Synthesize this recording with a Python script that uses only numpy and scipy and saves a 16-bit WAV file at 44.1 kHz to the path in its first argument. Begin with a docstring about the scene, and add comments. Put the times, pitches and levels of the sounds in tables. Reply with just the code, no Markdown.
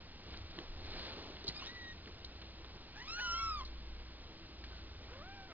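"""At the mouth of a wooden cubby kittens clamber about, with the microphone on the floor beside them. One
squeaks, one gives a long mew that a second joins, a short chirp and a lower, fainter mew follow: sums of
harmonics shaped by a mouth resonance. Claws and paws are decaying noise, bumps decaying sines, and something
soft, and near 1 s the microphone itself, slides over the floor as grainy noise. A low swelling drone (a
wavering sine), rumble, handling of the microphone, a faint whine and a steady hiss lie beneath."""
import sys
import numpy as np
from scipy import signal
from scipy.fft import rfft, irfft, next_fast_len
from scipy.io import wavfile
from scipy.ndimage import uniform_filter1d, map_coordinates

SR = 44100
rng = np.random.default_rng(int(sys.argv[2]) if len(sys.argv) > 2 else 0)


def store_pcm(level_fs):
    """Save levels as 16-bit WAV."""
    pcm = np.round(np.clip(level_fs, -1, 1) * 32767).astype(np.int16)
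    wavfile.write(sys.argv[1], SR, np.atleast_2d(pcm).T)


N = 243851
TIME = np.arange(N) / SR  # seconds
SAMPLING_HZ = 12000  # the low sampling rate; its half also bounds the overtones of the voices
LEFT_LAG_SAMPLES = 3.7


def from_db(db):
    """Level law: decibels to amplitude gain."""
    return 10 ** (np.asarray(db) / 20)


def rms_one(x):
    """Normalisation by mean power: scale to rms 1."""
    return x / np.sqrt(np.mean(x ** 2) + 1e-20)


def in_time(rows, t=TIME):
    """Linear interpolation: each column of a curve, joined by straight lines."""
    seconds, *columns = np.transpose(rows)
    return [np.interp(t, seconds, column) for column in columns]


def drift(rate_hz, size=N):
    """Low-passed noise: a double pole leaves a smooth random wander of spread 1."""
    r = np.exp(-2 * np.pi * rate_hz / SR)
    wander = signal.lfilter([1], [1, -2 * r, r * r], rng.standard_normal(size + SR))
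    return rms_one(wander[SR:])  # the first second lets the filter settle


def noise(colour):
    """Spectral shaping: white noise weighted by rows of (Hz, dB), at rms 1."""
    hz, db = np.transpose(colour)
    size = next_fast_len(N)
    bins_hz = np.fft.rfftfreq(size, 1 / SR)
    gain = from_db(np.interp(np.log(bins_hz + 1), np.log(hz), db))
    spectrum = rfft(rng.standard_normal(size)) * gain
    return rms_one(irfft(spectrum, size)[:N])


def resonate(x, hz, width_hz):
    """Damped resonance: a pole pair passes a band around hz with gain 1 on top."""
    r = np.exp(-np.pi * width_hz / SR)
    zeros = np.array([1, 0, -1]) * (1 - r * r) / 2
    poles = [1, -2 * r * np.cos(2 * np.pi * hz / SR), r * r]
    return signal.lfilter(zeros, poles, x)


def decays(rows):
    """Exponential decay: sudden touches die away by 60 dB in each t60, down to a floor at -180 dB."""
    envelope = np.zeros(N)
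    for s, db, t60_s in rows:
        age = TIME[:N - int(s * SR)]
        envelope[N - len(age):] += from_db(db - 60 * np.minimum(age / t60_s, 3))
    return envelope


def swells(rows, rest_db):
    """Power addition: movements build to a peak and ease off, over a resting level."""
    power = from_db(rest_db) ** 2
    for s, db, rise_s, fall_s in rows:
        away = (TIME - s) / np.where(TIME < s, rise_s, fall_s)
        power = power + from_db(db) ** 2 * np.exp(-away ** 2)
    return np.sqrt(power)


def background(hiss_db=-57, whine_db=-71, drone_trim_db=0.0, rumble_trim_db=0.5):
    """Superposition of steady sources: drone, rumble, handling, a faint wavering tone and hiss."""
    # Level of the low drone. Each row: time in seconds, level before the trim in dB.
    drone_level = [(0, -61), (0.62, -64.5), (1.0, -54.6), (1.18, -63), (1.5, -56.5), (2.0, -66.5),
                   (2.42, -55.1), (2.68, -56.5), (2.95, -64.5), (3.48, -49), (3.95, -49.5), (4.25, -57.5),
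                   (4.4, -67.5), (4.66, -50.5), (4.95, -55), (5.53, -69.5)]
    # Level of the rumble above the drone. Each row: time in seconds, level before the trim in dB.
    rumble_level = [(0, -62.5), (0.19, -60.8), (0.29, -51), (0.44, -52.5), (0.62, -63.5), (0.75, -52.5),
                    (1.3, -60), (1.72, -61), (2.0, -55.0), (2.15, -57), (2.6, -62), (3.27, -65),
                    (3.4, -58.5), (3.92, -65), (4.5, -60.5), (4.97, -56.5), (5.53, -60)]
    # The microphone is shifted. Each row: peak time in seconds, peak level in dB, rise and fall in seconds.
    nudges = [(.74, -49, 0.066, 0.2), (3.7, -54, 0.27, 0.3)]
    # Noise spectra. Each row: frequency in Hz, relative level in dB.
    rumble_colour = [(42, -47), (62, -2), (75, 1), (97, -2.5), (125, -20), (250, -40.5)]
    handling_colour = [(10, -9), (22, -1.5), (30, -4.5), (42, -13.5), (120, -57)]
    hiss_colour = [(30, -19.5), (60, -11.5), (110, 1), (160, 2.5), (260, -0.5), (335, -6.5), (500, -8),
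                   (900, -8.5), (1800, -9.5), (3000, -7.5), (4200, -6.5), (5200, -11), (5600, -14),
                   (6000, -31.5)]

    drone_db, = in_time(drone_level)
    rumble_db, = in_time(rumble_level)
    drone_hz = 56.2 * (1 + .012 * drift(4))
    drone = np.sqrt(2) * np.sin(2 * np.pi * np.cumsum(drone_hz) / SR)
    whine = rms_one(resonate(rng.standard_normal(N), 328.1, 1.6))  # so narrow that noise becomes a tone
    rumble = from_db(rumble_db + rumble_trim_db) * noise(rumble_colour)
    handling = swells(nudges, rest_db=-59) * noise(handling_colour)
    hiss = from_db(hiss_db) * noise(hiss_colour)
    return from_db(drone_db + drone_trim_db) * drone + from_db(whine_db) * whine + rumble + handling + hiss


def rustle(grain_db=1.0, lump_db=2.0):
    """Stick-slip friction: fibres catch and let go, in small bright grains and coarser dull lumps."""
    # Sliding over the floor: something soft, and near 1.0 s the microphone itself. 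# Each row: peak time in
    # seconds, peak level in dB, rise and fall in seconds.
    slides = [(.33, -55, 0.054, 0.066), (.57, -57, 0.091, 0.14), (1.0, -47.5, 0.13, 0.16),
              (1.5, -56, 0.31, .3), (2.6, -64, 0.68, 1), (4.72, -61.5, 0.057, 0.11)]
    # A body shifts on the bedding. Each row: peak time in seconds, peak level in dB, rise and fall in seconds.
    shuffles = [(.28, -59, 0.084, 0.14), (.585, -51, 0.014, 0.037), (1.04, -53.5, 0.22, 0.12),
                (1.22, -50, 0.081, 0.096), (1.485, -55, 0.019, 0.014), (1.63, -56, 0.011, .035),
                (2.09, -57.5, 0.051, 0.014), (2.55, -63, .15, 0.13), (2.76, -55, 0.019, 0.019),
                (4.31, -61.5, 0.048, 0.024), (5.1, -60.5, 0.3, .08)]
    # Noise spectra of the two. Each row: frequency in Hz, relative level in dB.
    rustle_colour = [(60, -18.5), (160, -14), (330, -1), (600, 0.5), (1200, -3), (2200, -3), (3200, -1.5),
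                     (4200, 3.5), (5200, -5.5), (6000, -22.5)]
    shuffle_colour = [(70, -13.5), (150, -8.5), (240, -5), (350, -1.5), (600, -8), (1000, -12.5),
                      (2000, -22)]

    grains = rms_one(noise(rustle_colour) * from_db(grain_db * drift(120)))
    lumps = rms_one(noise(shuffle_colour) * from_db(lump_db * drift(37)))
    return swells(slides, rest_db=-73) * grains + swells(shuffles, rest_db=-62.5) * lumps


def paws():
    """Impact excitation: claws ring in a narrow bright band, pads tap broadly, bodies bump the wood."""
    # Claws catching. Each row: start in seconds, level in dB, t60 in seconds.
    claw_ticks = [(.372, -41, 0.018), (1.441, -40, 0.024), (1.468, -41.5, 0.082), (1.478, -32.5, 0.062),
                  (1.486, -44, 0.033), (2.2445, -40.5, 0.049), (3.648, -47, 0.12), (4.638, -55, 0.11)]
    # Paws tapping and cloth crackling. Each row: start in seconds, level in dB, t60 in seconds.
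    pad_taps = [(.338, -47.5, 0.065), (.587, -32, 0.01), (1.367, -43.5, .016), (1.621, -50, .027),
                (2.058, -43.5, 0.01), (2.074, -48.5, 0.055), (2.2445, -50, .02), (2.4155, -51, 0.11),
                (2.645, -49, .03), (4.638, -47, 0.074), (5.03, -57, 0.2)]
    # Soft bumps on the wood. Each row: start in seconds, peak level in dB, frequency in Hz, t60 in seconds.
    wood_bumps = [(0.5871, -38.5, 337, 0.056), (1.445, -41.5, 396, 0.045), (1.488, -34.5, 151, 0.034),
                  (1.622, -42, 1070, 0.039), (2.09, -47.5, 362, 0.088)]

    claw_band = resonate(resonate(rng.standard_normal(N), 4100, 600), 4620, 1800)
    ticks = decays(claw_ticks) * rms_one(claw_band)
    tap_colour = [(100, -13), (400, -2.5), (1000, 10.0), (2000, 12.5), (4200, 12), (6000, -33)]  # Hz, dB
    taps = decays(pad_taps) * noise(tap_colour)
    bumps = sum(decays([(s, db, t60_s)]) * np.sin(2 * np.pi * hz * (TIME - s))
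                for s, db, hz, t60_s in wood_bumps)
    return ticks + taps + bumps


def rasp_of(pitch, t, flipped, hoarse_s, glide_rasp, end_rasp):
    """Irregular fold vibration: roughness rises at the start, when pressed, in fast glides and at the end."""
    held_rasp, pressed_rasp, most_rasp = 0.044, 0.12, 0.7  # the folds run almost clean on a held note
    start_rasp, end_s = .6, .035
    glide = uniform_filter1d(np.abs(np.gradient(np.log2(pitch), t)), size=SR // 40)  # octaves a second
    onset = start_rasp * np.exp(-((t - t[0]) / hoarse_s) ** 2)
    break_off = end_rasp * np.exp(-((t[-1] - t) / end_s) ** 2)
    rasp = held_rasp + pressed_rasp * (1 - flipped) + glide_rasp * glide + onset + break_off
    return np.clip(rasp, 0, most_rasp)


def mew(rows, hoarse_s, glide_rasp, end_rasp, early_db, late_db, flip_after_s, mouth_width_hz,
        leak_db, jitter, shimmer, air_db, air_hz):
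    """Source and filter: the folds flip register once, the mouth lifts overtones near its resonance."""
    start, end = rows[0][0], rows[-1][0]
    edge_s, flip_s = .022, 0.014  # fade at either end, time scale of the register change
    span = (TIME > start - edge_s) & (TIME < end + edge_s)
    t = TIME[span]
    size = len(t)
    pitch, level_db, mouth_hz = in_time(rows, t)

    # early_db and late_db set overtones over fundamental, mostly from pressed to pure
    flipped = (1 + np.tanh((t - start - flip_after_s) / flip_s)) / 2
    rasp = rasp_of(pitch, t, flipped, hoarse_s, glide_rasp, end_rasp)
    richness = from_db(early_db + (late_db - early_db) * flipped + 1.5 * rasp)  # rasp also brightens

    # rasp shakes the pitch (jitter) and the level (shimmer)
    tremor = .004 * drift(70, size)
    pitch = pitch * (1 + tremor + jitter * rasp * drift(180, size))
    phase = 2 * np.pi * np.cumsum(pitch) / SR

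    k = np.arange(2, 9)[:, None]  # harmonic numbers of the overtones
    # leak_db is what passes the mouth away from its resonance
    weights = 1 / (1 + ((k * pitch - mouth_hz) / mouth_width_hz) ** 2) + from_db(leak_db)
    weights = weights / (1 + (k * pitch / (SAMPLING_HZ / 2)) ** 30)  # steep loss above the band
    weights = weights / np.sqrt(np.sum(weights ** 2, axis=0))
    flutter = from_db([2.2 * drift(45, size) for _ in k])
    overtones = np.sqrt(2) * np.sum(weights * flutter * np.sin(k * phase), axis=0)

    # turbulent air escapes once a cycle, most when the voice is raspy
    air = rms_one(resonate(rng.standard_normal(size), air_hz, air_hz) * (1 + np.cos(phase)))
    fundamental = np.sqrt(2) * np.sin(phase)
    coloured = richness * (overtones + from_db(air_db) * rasp * air)
    voice = (fundamental + coloured) / np.sqrt(1 + richness ** 2)

    gate = np.clip(1 + np.minimum(t - start, end - t) / edge_s, 0, 1)
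    out = np.zeros(N)
    out[span] = from_db(level_db) * voice * gate * (1 + shimmer * rasp * drift(220, size))
    return out


def kittens():
    """Individual vocal tracts: each call has its own resonance, register change and roughness."""
    # Paths of the calls. Each row: time in seconds, pitch in Hz, level in dB, mouth resonance in Hz.
    squeak = [(1.5, 995, -55, 2000), (1.535, 1150, -65, 3500), (1.56, 1225, -50.5, 4450),
              (1.6, 1216, -51, 4300), (1.615, 1351, -52, 2900), (1.65, 1546, -50.5, 3900),
              (1.665, 1830, -49, 3920), (1.7, 1937, -50, 4000), (1.73, 1982, -62, 3900),
              (1.76, 1955, -52.5, 3900), (1.915, 1875, -50.5, 3820)]
    long_mew = [(2.96, 796, -57, 1485), (3.01, 941, -50.5, 1900), (3.05, 1052, -58, 2600),
                (3.09, 1273, -44, 4590), (3.18, 1463, -43.5, 5300), (3.245, 1442, -40.5, 5640),
                (3.275, 1386, -39, 5450), (3.39, 1354, -38, 5450), (3.495, 1308, -38.5, 5170),
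                (3.585, 1170, -44.5, 4980), (3.622, 1033, -47.5, 2150)]
    joining_mew = [(3.178, 819, -53, 1580), (3.195, 812, -42.5, 1650), (3.212, 1007, -48, 3000),
                   (3.26, 994, -45, 3060), (3.33, 1000, -51, 3020), (3.4, 1112, -46.5, 2650),
                   (3.505, 1112, -55.5, 2150)]
    chirp = [(4.715, 1560, -63, 3700), (4.75, 1495, -61, 3680), (4.8, 1415, -68.5, 3780)]
    low_mew = [(5.09, 401.4, -64, 1200), (5.125, 497, -57, 1110), (5.205, 581.6, -55, 1200),
               (5.245, 724, -58.5, 1450), (5.29, 774, -54, 1750), (5.35, 810, -58.5, 1950),
               (5.41, 768, -54.5, 1640), (5.47, 772, -60.5, 1800), (5.528, 637.4, -58, 1287)]

    calls = mew(squeak, hoarse_s=0.031, glide_rasp=0.065, end_rasp=0, early_db=13, late_db=-7,
                flip_after_s=0.193, mouth_width_hz=700, leak_db=-11, jitter=.05, shimmer=.8,
                air_db=2.5, air_hz=2600)
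    calls += mew(long_mew, hoarse_s=0.051, glide_rasp=.035, end_rasp=0.52, early_db=5.5, late_db=-8.0,
                 flip_after_s=0.2, mouth_width_hz=160, leak_db=-7.0, jitter=.045, shimmer=0.65,
                 air_db=-3, air_hz=2030)
    calls += mew(joining_mew, hoarse_s=0.028, glide_rasp=.015, end_rasp=.05, early_db=7.5, late_db=-2.5,
                 flip_after_s=0.22, mouth_width_hz=630, leak_db=-18, jitter=0.043, shimmer=0.93,
                 air_db=-1, air_hz=2520)
    calls += mew(chirp, hoarse_s=.015, glide_rasp=.05, end_rasp=.6, early_db=-5, late_db=8,
                 flip_after_s=.04, mouth_width_hz=820, leak_db=-10, jitter=0.021, shimmer=.61,
                 air_db=3, air_hz=3570)
    calls += mew(low_mew, hoarse_s=.11, glide_rasp=0.022, end_rasp=0.47, early_db=-3.5, late_db=0.0,
                 flip_after_s=0.1, mouth_width_hz=370, leak_db=-21, jitter=0.103, shimmer=0.47,
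                 air_db=6, air_hz=1500)
    return calls


def room(x, wet_db=-15, t60_s=0.33):
    """Diffuse reverberation: convolution with a short, dense decaying tail from the walls close by."""
    t = TIME[:SR // 2]
    tail = rng.standard_normal(len(t)) * from_db(-60 * t / t60_s) * (t > .003)
    tail = tail / np.sqrt(np.sum(tail ** 2))
    return x + from_db(wet_db) * signal.fftconvolve(x, tail)[:N]


def scene():
    """Interchannel delay: one microphone feeds both channels; above the bass the left is a moment late."""
    fade = np.clip(np.minimum(TIME, TIME[-1] - TIME) / .006, 0, 1)
    mono = (room(kittens() + paws()) + rustle() + background()) * fade
    upper = signal.sosfiltfilt(signal.butter(1, 140, "high", fs=SR, output="sos"), mono)
    late = map_coordinates(upper, [np.arange(N) - LEFT_LAG_SAMPLES], order=3, mode="nearest")
    return np.array([mono - upper + late, mono])


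def record(dry):
    """Spectral imaging: a low sampling rate mirrors the band's top faintly upward; the rest is cut."""
    band_limit = signal.ellip(12, .1, 80, SAMPLING_HZ / 2 - 60, fs=SR, output="sos")
    narrow = signal.sosfilt(band_limit, dry)
    clock = TIME - np.array([[LEFT_LAG_SAMPLES / SR], [0]])  # the left channel's clock lags too
    mirrored = narrow * (1 + 2 * np.cos(2 * np.pi * SAMPLING_HZ * clock))
    smooth = signal.sosfilt(signal.butter(14, 5950, fs=SR, output="sos"), mirrored)
    return signal.sosfilt(signal.cheby1(14, .1, 7337, fs=SR, output="sos"), smooth)


dry = scene()
out = record(dry)
store_pcm(out)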